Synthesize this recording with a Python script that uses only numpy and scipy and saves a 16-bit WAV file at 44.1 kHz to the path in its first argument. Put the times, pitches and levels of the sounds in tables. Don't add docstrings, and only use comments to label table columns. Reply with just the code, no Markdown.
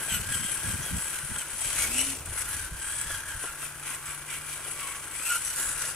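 import sys
import numpy as np
from scipy import signal
from scipy.fft import rfft, irfft, next_fast_len
from scipy.io import wavfile

SR = 44100
rng = np.random.default_rng(int(sys.argv[2]) if len(sys.argv) > 2 else 0)


def store_wav(level_fs):
    pcm = np.round(np.clip(np.atleast_2d(level_fs), -1, 1) * 32767)
    wavfile.write(sys.argv[1], SR, pcm.T.astype(np.int16))


N = 262395
TIME = np.arange(N) / SR
BINS = np.maximum(np.fft.rfftfreq(next_fast_len(N + 4096), 1 / SR), 1)
SIDES = np.array([[1], [-1]])
PINION_TEETH, SPUR_TEETH = 11, 45

# f/Hz, share of power
PORT_LIKENESS = [(60, 0.86), (400, 0.83), (1400, 0.95), (2300, 0.57), (4000, 0.047), (8000, 0.42),
                 (14000, 0.071)]
# t/s, f/Hz
THROTTLE = [(0, 1550), (.09, 1650), (.2, 1570), (.29, 1670), (.33, 1680), (.38, 1590), (.45, 1630),
            (.53, 1585), (.6, 1630), (.67, 1670), (.745, 1580), (.87, 1705), (.93, 1630), (.99, 1680),
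            (1.05, 1590), (1.11, 1655), (1.2, 1535), (1.29, 1610), (1.36, 1670), (1.44, 1490), (1.6, 1650),
            (1.645, 1620), (1.7, 1700), (1.75, 1640), (1.8, 1230), (1.9, 1345), (2.0, 1460), (2.05, 1525),
            (2.13, 1490), (2.3, 1150), (2.4, 1030), (2.49, 1680), (2.56, 1750), (2.64, 1630), (2.77, 1610),
            (2.87, 1635), (2.96, 1775), (3.02, 1755), (3.08, 1790), (3.19, 1710), (3.27, 1690),
            (3.35, 1635), (3.42, 1625), (3.49, 1500), (3.93, 1178), (4.5, 1251), (4.86, 1168), (5.0, 1190),
            (5.14, 1130), (5.3, 1490), (5.39, 1600), (5.65, 1438), (5.95, 1460)]
# t/s, effort/dB
MOTOR_EFFORT = [(0, 4), (.07, 5.5), (.18, 2.5), (.47, 6), (.8, 2), (1.12, 2.3), (1.31, .3), (1.42, 2),
                (1.44, -1), (1.54, 2), (1.77, 3.5), (2.0, 9.5), (2.14, 3), (2.2, -3.5), (2.253, -8),
                (2.261, -2), (2.37, 1), (2.69, -5), (3.02, -0.9), (3.53, -5.5), (4.0, -4), (4.74, 0.5),
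                (5.1, -1.5), (5.35, 3.7), (5.9, 0.5), (5.95, -2)]
# t/s, length/s, rattle/dB, case growl/dB, ring/dB, octave squeal/dB
LOAD_SURGES = [(0.092, .087, 4, 10.5, 7.5, 23.5), (.312, .058, 4.5, 3.5, 8.5, 20),
               (.385, .135, -0.5, 1, 1, 14), (.642, .119, 2.5, 2, 3, 5), (.825, .1, 3, 4, 2.5, 14),
               (.963, .099, 3.5, 1, 6, 3), (1.092, .11, 3, 3.5, 0, 5), (1.3, .075, 1.5, 2, 3.5, 7),
               (1.385, .048, 2.5, 3.5, 2, 21), (1.593, .16, 4.5, 5, 6, 13), (1.755, .11, 6.5, 8.5, -11, 14),
               (1.86, .08, 0, 0, -3, 8), (1.94, .1, 1, 1.5, -2, 20.5), (2.06, .09, 2.5, 1.5, -6, 9),
               (2.37, .07, 6, 5, 8, 16), (2.469, .209, 7, 6, 8, 6), (2.789, .261, 4, 5, 9.5, 11.5),
               (3.075, .126, 6.5, 6, 3, 17), (3.275, .08, 4, 4.5, 9.5, 18),
               (3.393, .122, 4.5, 7.5, 9.5, 12), (3.603, .083, 5.5, 7.5, 2, 17),
               (3.837, .12, 7, 11.5, 10, 16), (4.053, .083, 6.5, 7, 12, 12), (4.289, .096, 5.5, 11, 9, 16),
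               (4.479, .082, 4.5, 5, 2, 10), (4.653, .062, 3, 3.5, .5, 7), (4.78, .175, 3, 5.5, 4, 15),
               (5.126, .128, 3.5, 3.5, 7, 16), (5.254, .113, 6.5, 4.5, 5, 22), (5.435, .096, 4.5, .5, 5, 2),
               (5.556, .179, 5.5, 2, 5, 3), (5.77, .15, 6, 2.5, 4, 7)]
# t/s, level/dB
TONE_FADER = [(0, -36), (.1, -37), (.2, -42), (.33, -38), (.6, -40), (.9, -46), (1.18, -44), (1.42, -43),
              (1.49, -55), (2.43, -52), (2.5, -44), (2.63, -43.5), (2.72, -46), (2.85, -41.5), (3.1, -42),
              (3.33, -41), (3.39, -46), (3.48, -40.5), (3.56, -57), (4.13, -50), (4.3, -60), (4.75, -52),
              (4.85, -41), (5.02, -46), (5.15, -56), (5.25, -50), (5.35, -37), (5.45, -52), (5.95, -47)]
# f/Hz, level/dB
OVERTONE_COLOUR = [(3300, -9), (4100, -26), (5200, -22), (5900, -6), (6400, -11), (7000, -7), (7450, -14),
                   (7950, 1), (8600, -6), (10200, -3), (12000, -14)]
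# t/s, level/dB
TEETH_FADER = [(0, -44.5), (.14, -45.5), (.5, -43), (1.05, -44), (1.3, -42.5), (1.8, -44.5), (2.0, -43.5),
               (2.12, -44.5), (2.4, -41.5), (2.7, -44), (2.85, -42), (3.1, -43.5), (3.5, -42), (4.1, -43.5),
               (5.0, -44), (5.33, -45.5), (5.5, -44.5), (5.95, -43)]
# f/Hz, level/dB
TEETH_COLOUR = [(6500, -43), (7600, -14), (8400, -3), (8900, 6), (9300, 4), (9800, -8), (10200, 7.5),
                (10600, 3), (11200, -3.5), (12000, -29), (14000, -37)]
# f/Hz, width/Hz, level/dB against the teeth
GEAR_RINGS = [(8600, 400, -12), (9450, 500, -7), (10250, 400, -8)]
# t/s, level/dB
SIZZLE_FADER = [(0, -51), (.35, -56), (1.2, -55), (1.7, -57.5), (1.85, -55), (2.02, -61.5), (2.5, -52),
                (2.65, -56), (2.9, -56.5), (3.7, -53.5), (4.9, -57.5), (5.1, -58), (5.3, -49.5),
                (5.47, -56), (5.62, -51.5), (5.77, -59), (5.95, -56)]
# f/Hz, level/dB
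SIZZLE_COLOUR = [(9500, -47.5), (11000, 9), (11800, 14.5), (12600, 10), (14200, 2.5), (15600, -11)]
# t/s, level/dB
RASP_FADER = [(0, -49.5), (.6, -49.5), (1.25, -49), (1.5, -50), (1.75, -46), (1.93, -48), (2.1, -48),
              (2.4, -48.5), (2.73, -48.5), (3.13, -48), (3.5, -48), (3.75, -50.3), (4.8, -51.5),
              (5.03, -49), (5.12, -52), (5.33, -48.5), (5.55, -48), (5.95, -47.5)]
# f/Hz, level/dB
RASP_COLOUR = [(2800, -15.5), (3800, -4), (4400, -3), (4900, -2), (5500, -1), (6100, 3), (6600, 1.5),
               (7100, 4.5), (7600, 1.5), (8600, -21)]
# f/Hz, level/dB
CASE_COLOUR = [(1500, -26), (1820, -8), (1970, 3), (2120, -1.5), (2260, 3.8), (2430, 6), (2620, 1.5),
               (2820, 3.5), (2990, 1), (3200, 1), (3400, -1), (3650, -8), (4200, -15), (5500, -52)]
# t/s, level/dB
SHELL_FADER = [(0, -42.5), (.6, -42.5), (1.1, -44), (1.62, -46), (1.82, -41.5), (2.1, -46.5), (2.25, -55),
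               (2.262, -48), (2.41, -43), (2.55, -44), (2.73, -48.5), (2.87, -45), (3.13, -43),
               (3.6, -45.3), (5.3, -47), (5.65, -40), (5.95, -44)]
# f/Hz, level/dB
SHELL_COLOUR = [(550, -13.5), (760, -25), (860, -4.5), (1000, -4.5), (1130, -1), (1210, -6), (1320, 4),
                (1420, 5.5), (1520, 5), (1620, 7), (1710, 1), (1820, -4.5), (2100, -11), (2700, -59)]
# t/s, level/dB
TYRE_FADER = [(0.0, -46.5), (0.36, -52), (0.63, -49), (1.57, -53.5), (1.9, -44.5), (2.47, -54),
              (2.82, -55.5), (3.26, -55), (3.4, -54.5), (4.34, -54), (4.69, -50.5), (5.32, -54.5),
              (5.95, -52)]
# f/Hz, level/dB
SAND_COLOUR = [(150, -15.5), (300, 0.5), (480, 0), (700, -1.5), (1000, -2), (2000, -17), (6000, -13)]
# t/s, level/dB
BREEZE_FADER = [(0, -48.5), (.6, -49), (1.1, -52.5), (1.47, -59), (1.8, -44.5), (2.15, -45.5), (2.4, -48),
                (3.0, -49.5), (3.8, -55.5), (5.95, -55.5)]
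# t/s, length/s, level/dB
MIC_GUSTS = [(0.118, 0.06, -35), (0.195, 0.033, -35.5), (0.265, 0.066, -39.5), (0.35, 0.024, -34.5),
             (.395, .035, -35), (.445, .022, -35.5), (0.645, 0.068, -34.5), (.73, .03, -34),
             (.788, 0.032, -34.5), (.835, .02, -37), (0.905, 0.08, -33), (1.23, 0.03, -39),
             (1.293, 0.034, -35.5), (1.345, 0.052, -41.5), (1.53, .04, -42.5), (1.654, 0.03, -41),
             (2.257, 0.071, -41), (2.481, 0.03, -40), (2.543, 0.039, -38.5), (2.6, .07, -41.5),
             (2.71, 0.046, -36.5), (3.045, .05, -39.5), (3.12, 0.052, -43), (3.265, .03, -44),
             (3.346, 0.037, -40), (5.66, 0.12, -48)]
# t/s, share of small eddies at the reference gust level
SMALL_EDDIES = [(0, 0.7), (1.0, 1), (1.4, 0.95), (1.7, 0.2), (3.3, 0), (4.0, 0.04), (5.95, 0.05)]
# t/s, level/dB
HUM_FADER = [(0, -57), (1.5, -64), (2.5, -64), (3.4, -57.5), (3.9, -56), (4.5, -55), (4.8, -61), (5.3, -65),
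             (5.6, -59.5), (5.95, -56)]
# f/Hz, level/dB
AIR_COLOUR = [(12, -32), (20, -22), (136, 6), (218, -1), (345, 6), (387, -18), (757, -18), (849, 4),
              (1000, 7), (1300, 3.5), (2200, -120)]
# t/s, level/dB, thud offset/dB
CHASSIS_KNOCKS = [(0.012, -32, -11), (0.808, -33, -14), (0.886, -31, -22), (1.05, -31, -31),
                  (1.36, -24.5, -23), (1.614, -29.5, -15), (2.207, -36, -20), (2.325, -37, -9),
                  (2.416, -32, -16), (3.103, -29, -13), (3.439, -25.5, -11.5), (3.628, -31, -24),
                  (3.655, -34, -13), (4.66, -33, -12), (5.592, -27, -16), (5.838, -32, -12)]
# f/Hz, width/Hz, level/dB
CHASSIS_MODES = [(399, 60, -3), (686, 175, 0), (1060, 180, 1), (1417, 94, 13.5), (2318.6, 400, -24),
                 (3100, 350, 8)]
# t/s, level/dB
GRIT_TICKS = [(0.3239, -26), (0.5522, -28), (0.7203, -26), (0.8629, -28), (0.9719, -27), (1.384, -25),
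              (1.609, -24), (2.207, -31), (2.258, -29.5), (2.4882, -30), (2.9231, -25), (3.013, -22),
              (3.1161, -28), (3.7969, -31), (4.0562, -30), (4.8063, -29), (5.5604, -23), (5.658, -29)]
# t/s, length/s, level/dB
GEAR_GRINDS = [(.125, .045, -40), (1.77, .085, -39), (1.972, .058, -31), (5.27, .1, -39)]
# t/s, level/dB
TOOTH_JUMPS = [(1.787, -28), (1.827, -28), (1.982, -28), (2.011, -28), (2.049, -25.5), (5.112, -35),
               (5.304, -29), (5.366, -28)]
# f/Hz, width/Hz, level/dB
GRIND_MODES = [(2280, 220, -4), (2850, 220, 1), (4200, 900, -11), (5900, 450, -5), (8150, 400, 5),
               (9100, 600, 2), (10250, 500, 1)]
# t/s, length/s, f/Hz, width/Hz, level/dB
GRIT_SCRAPES = [(0.133, 0.042, 12300, 2200, -38), (0.82, 0.032, 6200, 1800, -42),
                (1.376, 0.025, 8250, 800, -36), (2.403, 0.025, 5800, 1800, -45),
                (2.82, 0.23, 8800, 2000, -37.5), (5.45, 0.06, 6100, 1000, -42),
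                (5.55, 0.18, 7100, 800, -41), (5.57, 0.15, 10500, 1000, -37)]
# t/s, length/s, f/Hz, level/dB
BIND_SQUEAKS = [(0.138, 0.032, 1440, -36.5), (1.78, 0.075, 2220, -32), (5.298, 0.075, 1412, -30.8)]
# f/Hz, level/dB
SQUEAK_PARTIALS = [(1412, 0), (2220, -6), (2830, -14), (4300, -29), (5650, -23), (6650, -12), (7060, -13),
                   (8400, -18), (8900, -8), (9900, -16), (12000, -28)]


def undb(db):
    return 10 ** (np.asarray(db) / 20)


def unit(x):
    return x / np.sqrt(np.mean(x ** 2))


def curve(points):
    return np.interp(TIME, *np.transpose(points))


def across(points):
    hz, value = np.transpose(points)
    return np.interp(np.log(BINS), np.log(hz), value)


def swell(start, length, ramp_s):
    u = np.clip(np.minimum(TIME - start, start + length - TIME) / ramp_s + .5, 0, 1)
    return u * u * (3 - 2 * u)


def blow(start, decay_s):
    age = TIME - start
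    return (age >= 0) * np.exp(-np.clip(age / decay_s, 0, 20))


def walk(rate_hz, step=16):
    hz = np.fft.rfftfreq(next_fast_len(N // step + step), step / SR)
    size = 2 * (len(hz) - 1)
    slow = irfft(rfft(rng.standard_normal(size)) * np.exp(-(hz / rate_hz) ** 2))
    return unit(np.interp(TIME, np.arange(size) * step / SR, slow))


def through(x, response):
    size = 2 * (len(BINS) - 1)
    return irfft(rfft(x, size) * response, size)[..., :N]


def resonance(hz, width):
    return 1 / (1 + 1j * (BINS ** 2 - hz ** 2) / (BINS * width))


def ring_out(force, response):
    return through(force, response) / np.sqrt(np.mean(np.abs(response) ** 2))


def pan(left_db):
    return undb(SIDES * left_db / 2)


def ports(rows, response, pan_db=0, lag_samples=1.42):
    alike = np.clip(across(PORT_LIKENESS), 0, 1)
    delay = np.exp(1j * np.pi * BINS * SIDES * lag_samples / SR)
    direct = through(rows[0], response * np.sqrt(alike) * delay)
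    scattered = through(rows[1:], response * np.sqrt(1 - alike))
    return unit(direct + scattered) * pan(pan_db)


def surges(ramp_s=.075):
    rows = np.array(LOAD_SURGES)
    return rows[:, 2:].T @ np.array([swell(start, length, ramp_s) for start, length in rows[:, :2]])


def tooth_rate(growl_db, sag_per_db=.012, inertia_s=.06):
    load_db = through(growl_db, 1 / (1 + 2j * np.pi * BINS * inertia_s))
    return curve(THROTTLE) * (1 - sag_per_db * load_db)


def teeth_passed(hz):
    return np.cumsum(hz * (1 + .004 * walk(25) + .008 * walk(250))) / SR


def pressure(teeth, shaft_db=.5, spur_db=1.23, uneven_db=1.0):
    phase = 2 * np.pi * teeth
    runout_db = shaft_db * np.sin(phase / PINION_TEETH) + spur_db * np.sin(phase / SPUR_TEETH)
    return unit(undb(runout_db + uneven_db * walk(125)))


def howl(centre_hz, width_hz):
    noise = rng.standard_normal((2, 1, N)) + rng.standard_normal((2, 2, N))
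    sine, cosine = signal.sosfilt(signal.butter(2, width_hz / 2, fs=SR, output="sos"), noise)
    phase = 2 * np.pi * np.cumsum(centre_hz) / SR
    return unit(sine * np.sin(phase) + cosine * np.cos(phase))


def whine(teeth, hz, press, strain, tone_db, octave_db, strand_ratio=.96, strand_width_hz=200):
    even = 2 * np.pi * teeth
    shaft = even / PINION_TEETH
    phase = even + .28 * np.sin(shaft) + .15 * np.sin(even / SPUR_TEETH)
    slop = .6 * walk(130) + .45 * strain * walk(300)
    tone = undb(tone_db) * unit(np.sin(phase + .2 * slop) * press * undb(2.2 * walk(85)))
    octave = unit(np.sin(2 * even + .45 * np.sin(shaft) + slop) * press * undb(2 * walk(60)))
    skirt = howl(2 * strand_ratio * hz, 2 * strand_width_hz)[0] * press
    frayed = .4 + .15 * strain
    overtones = np.sqrt(1 - frayed) * octave + np.sqrt(frayed) * skirt
    for k in range(3, 8):
        partial = unit(np.sin(k * phase + k / 3 * slop + .7 * walk(200) + k * SIDES / 8) * press)
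        overtones = overtones + undb(np.interp(k * hz, *np.transpose(OVERTONE_COLOUR))) * partial
    drone_level = undb(-43) * swell(start=1.907, length=.22, ramp_s=.16)
    drone = drone_level * unit(np.sin(2 * shaft) * undb(2.7 * walk(40)))
    strands = howl(strand_ratio * hz, strand_width_hz)[0] * undb(tone_db - 6.5) * press
    return tone + strands + undb(octave_db) * pan(3.8) * overtones + drone


def gear_flaws(teeth, size=300):
    return np.interp(teeth / PINION_TEETH, np.arange(size) / size, rng.standard_normal(size), period=1)


def bounces(x, gain=.6, longest_s=.004, drift_s=.00008, count=4):
    lags = longest_s * rng.uniform(.2048, 1, count)
    return x + gain * sum(np.interp(TIME - lag - drift_s * walk(1.85), TIME, x) for lag in lags)


def rattle(teeth, press, effort, bite, growl, clang, decay_teeth=1.03, scatter_db=1.3):
    teeth_db = curve(TEETH_FADER) + effort + bite + .78 * walk(9.3)
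    ring_db = -49 + 1.8 * effort + 1.14 * clang
    sizzle_db = curve(SIZZLE_FADER) + 2.7 + .94 * effort + 1.14 * bite + walk(14)
    rasp_db = curve(RASP_FADER) + 2.4 + .85 * effort + .8 * bite + .11 * growl
    case_db = -49 + .81 * effort + .86 * growl
    shell_db = curve(SHELL_FADER) - 2.4 + .44 * bite
    pan_db = 3.4 + .78 * walk(12)
    landing = undb(scatter_db * rng.standard_normal(N))[teeth.astype(int)]
    force = landing * np.exp(-(teeth % 1) / decay_teeth)
    grit = rng.standard_normal((3, N)) + .36 * gear_flaws(teeth)
    scrape = np.array([bounces(row) for row in grit]) * force * press
    bright = ports(scrape, undb(across(TEETH_COLOUR)), pan_db + .71) * undb(teeth_db + .1)
    modes = sum(howl(hz * (1 + .025 * walk(10)), width) * undb(teeth_db + db + 2.5 * walk(12))
                for hz, width, db in GEAR_RINGS)
    modes = modes * press * pan(pan_db + 7)
    ring = ports(scrape, resonance(7990, 760) ** 2, pan_db - .5) * undb(ring_db + 1.55 * walk(20))
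    sizzle = ports(scrape, undb(across(SIZZLE_COLOUR)), pan_db=-3.5) * undb(sizzle_db + walk(180))
    rasp = ports(scrape, undb(across(RASP_COLOUR)), pan_db=1.3) * undb(rasp_db + .37 * walk(150))
    case = ports(grit * force * press, undb(across(CASE_COLOUR)), pan_db=.3) * undb(case_db)
    shell = ports(grit * force, undb(across(SHELL_COLOUR))) * undb(shell_db + 1.7 * walk(87))
    return bright + modes + ring + sizzle + rasp + case + shell


def tyres(grains_per_s=1600, spread_db=3.5, trim_db=1.77):
    clicks = (rng.random((3, N)) < grains_per_s / SR) * rng.standard_normal((3, N))
    grains = unit(clicks * undb(spread_db * rng.standard_normal(N)))
    return ports(grains, undb(across(SAND_COLOUR))) * undb(curve(TYRE_FADER) + trim_db)


def eddies(corner_hz, lowest_hz, apart, port_hz=150):
    own = through(rng.standard_normal((2, N)), BINS / np.hypot(BINS, port_hz))
    band = resonance(74, 120) / (1 + (BINS / corner_hz) ** 4) * BINS / np.hypot(BINS, lowest_hz)
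    return unit(through(rng.standard_normal(N) + apart * own, band))


def wind(trim_db=-1.5, flicker_db=1.5, reference_db=-39):
    soft = eddies(corner_hz=115, lowest_hz=5, apart=.2)
    sharp = eddies(corner_hz=220, lowest_hz=50, apart=1.0)
    gust_power = sum((undb(db) * swell(t, length, ramp_s=.019)) ** 2 for t, length, db in MIC_GUSTS)
    gust_db = 10 * np.log10(undb(curve(BREEZE_FADER)) ** 2 + gust_power) + flicker_db * walk(41)
    share = np.clip(curve(SMALL_EDDIES) * undb((gust_db - reference_db) / 2), 0, 1)
    return (soft * np.sqrt(1 - share) + sharp * np.sqrt(share)) * undb(gust_db + trim_db)


def far_ambience(hum_hz=148, air_db=-57):
    phase = 2 * np.pi * np.cumsum(hum_hz * (1 + .0053 * walk(3))) / SR
    hum = unit(np.sin(phase + .19 * SIDES)) * undb(curve(HUM_FADER) + 1.8 * walk(5.6))
    return hum + ports(rng.standard_normal((3, N)), undb(across(AIR_COLOUR))) * undb(air_db)


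def knocks(knock_trim_db=-10, thud_trim_db=-4.5, tick_trim_db=-1):
    chatter = rng.standard_normal(N)
    body = sum(undb(db) * resonance(hz, width) for hz, width, db in CHASSIS_MODES)
    body /= 1 + (BINS / 3800) ** 4
    hollow = body / (1 + (BINS / 900) ** 4)
    hits = sum(undb(db + knock_trim_db) * blow(t, .0084) for t, db, _ in CHASSIS_KNOCKS)
    thuds = sum(undb(db + offset + thud_trim_db) * blow(t, .015) for t, db, offset in CHASSIS_KNOCKS)
    grit = sum(undb(db + tick_trim_db) * blow(t, .0022) for t, db in GRIT_TICKS)
    ticks = ring_out(grit * rng.standard_normal((2, N)), resonance(9000, 3400) ** 2)
    return ring_out(hits * chatter, body) + ring_out(thuds * chatter, hollow) + ticks


def grind(teeth, decay_turns=.6, scatter_db=1.5, pan_db=3):
    turns = teeth / PINION_TEETH + .2 * walk(90)
    landing = undb(scatter_db * rng.standard_normal(N))[turns.astype(int)]
    drops = unit(landing * np.exp(-(turns % 1) / decay_turns))
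    load = sum(undb(db) * swell(t, length, ramp_s=.02) for t, length, db in GEAR_GRINDS)
    jumps = sum(undb(db) * blow(t, decay_s=.003) for t, db in TOOTH_JUMPS)
    body = sum(undb(db) * resonance(hz, width) for hz, width, db in GRIND_MODES)
    body /= 1 + (BINS / 12000) ** 8
    rub = unit(rng.standard_normal(N) + rng.standard_normal((2, N)))
    return ring_out((drops * load + jumps) * rub, body) * pan(pan_db)


def scrapes(press, ramp_share=.45, pan_db=2):
    out = np.zeros((2, N))
    for start, length, hz, width, db in GRIT_SCRAPES:
        level = undb(db) * swell(start, length, ramp_share * length) * press
        on = level > 0
        rub = rng.standard_normal((3, N))[:, on]
        band = signal.butter(2, [hz - width / 2, hz + width / 2], "bandpass", fs=SR, output="sos")
        out[:, on] += level[on] * unit(signal.sosfilt(np.vstack([band, band]), rub[0] + rub[1:]))
    return out * pan(pan_db)


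def squeaks(ramp_s=.014, waver=.016, beat_db=2.5, partials=7):
    slip = .27 * walk(350)
    drift = 1 + waver * walk(60)
    beat = unit(undb(beat_db * walk(45)))
    out = np.zeros((2, N))
    for start, length, hz, db in BIND_SQUEAKS:
        level = undb(db) * swell(start, length, ramp_s) * beat
        on = level > 0
        phase = 2 * np.pi * np.cumsum(hz * drift[on]) / SR + slip[on]
        for k in range(1, partials + 1):
            partial = np.sqrt(2) * np.sin(k * phase + k * SIDES / 8)
            out[:, on] += level[on] * undb(np.interp(k * hz, *np.transpose(SQUEAK_PARTIALS))) * partial
    return out


def scene():
    effort = curve(MOTOR_EFFORT)
    bite, growl, clang, squeal = surges()
    hz = tooth_rate(growl)
    teeth = teeth_passed(hz)
    press = pressure(teeth)
    tone_db = curve(TONE_FADER) - 5 + .81 * bite
    octave_db = -63.3 + effort + squeal
    strain = np.clip((effort + bite - 6) / 6, 0, 1)
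    gears = whine(teeth, hz, press, strain, tone_db, octave_db) + squeaks() + scrapes(press)
    gears += rattle(teeth, press, effort, bite, growl, clang) + grind(teeth)
    return gears + tyres() + knocks() + wind() + far_ambience()


def record(dry, top_hz=15600):
    return signal.sosfilt(signal.ellip(10, .2, 80, top_hz, fs=SR, output="sos"), dry)


dry = scene()
out = record(dry)
store_wav(out)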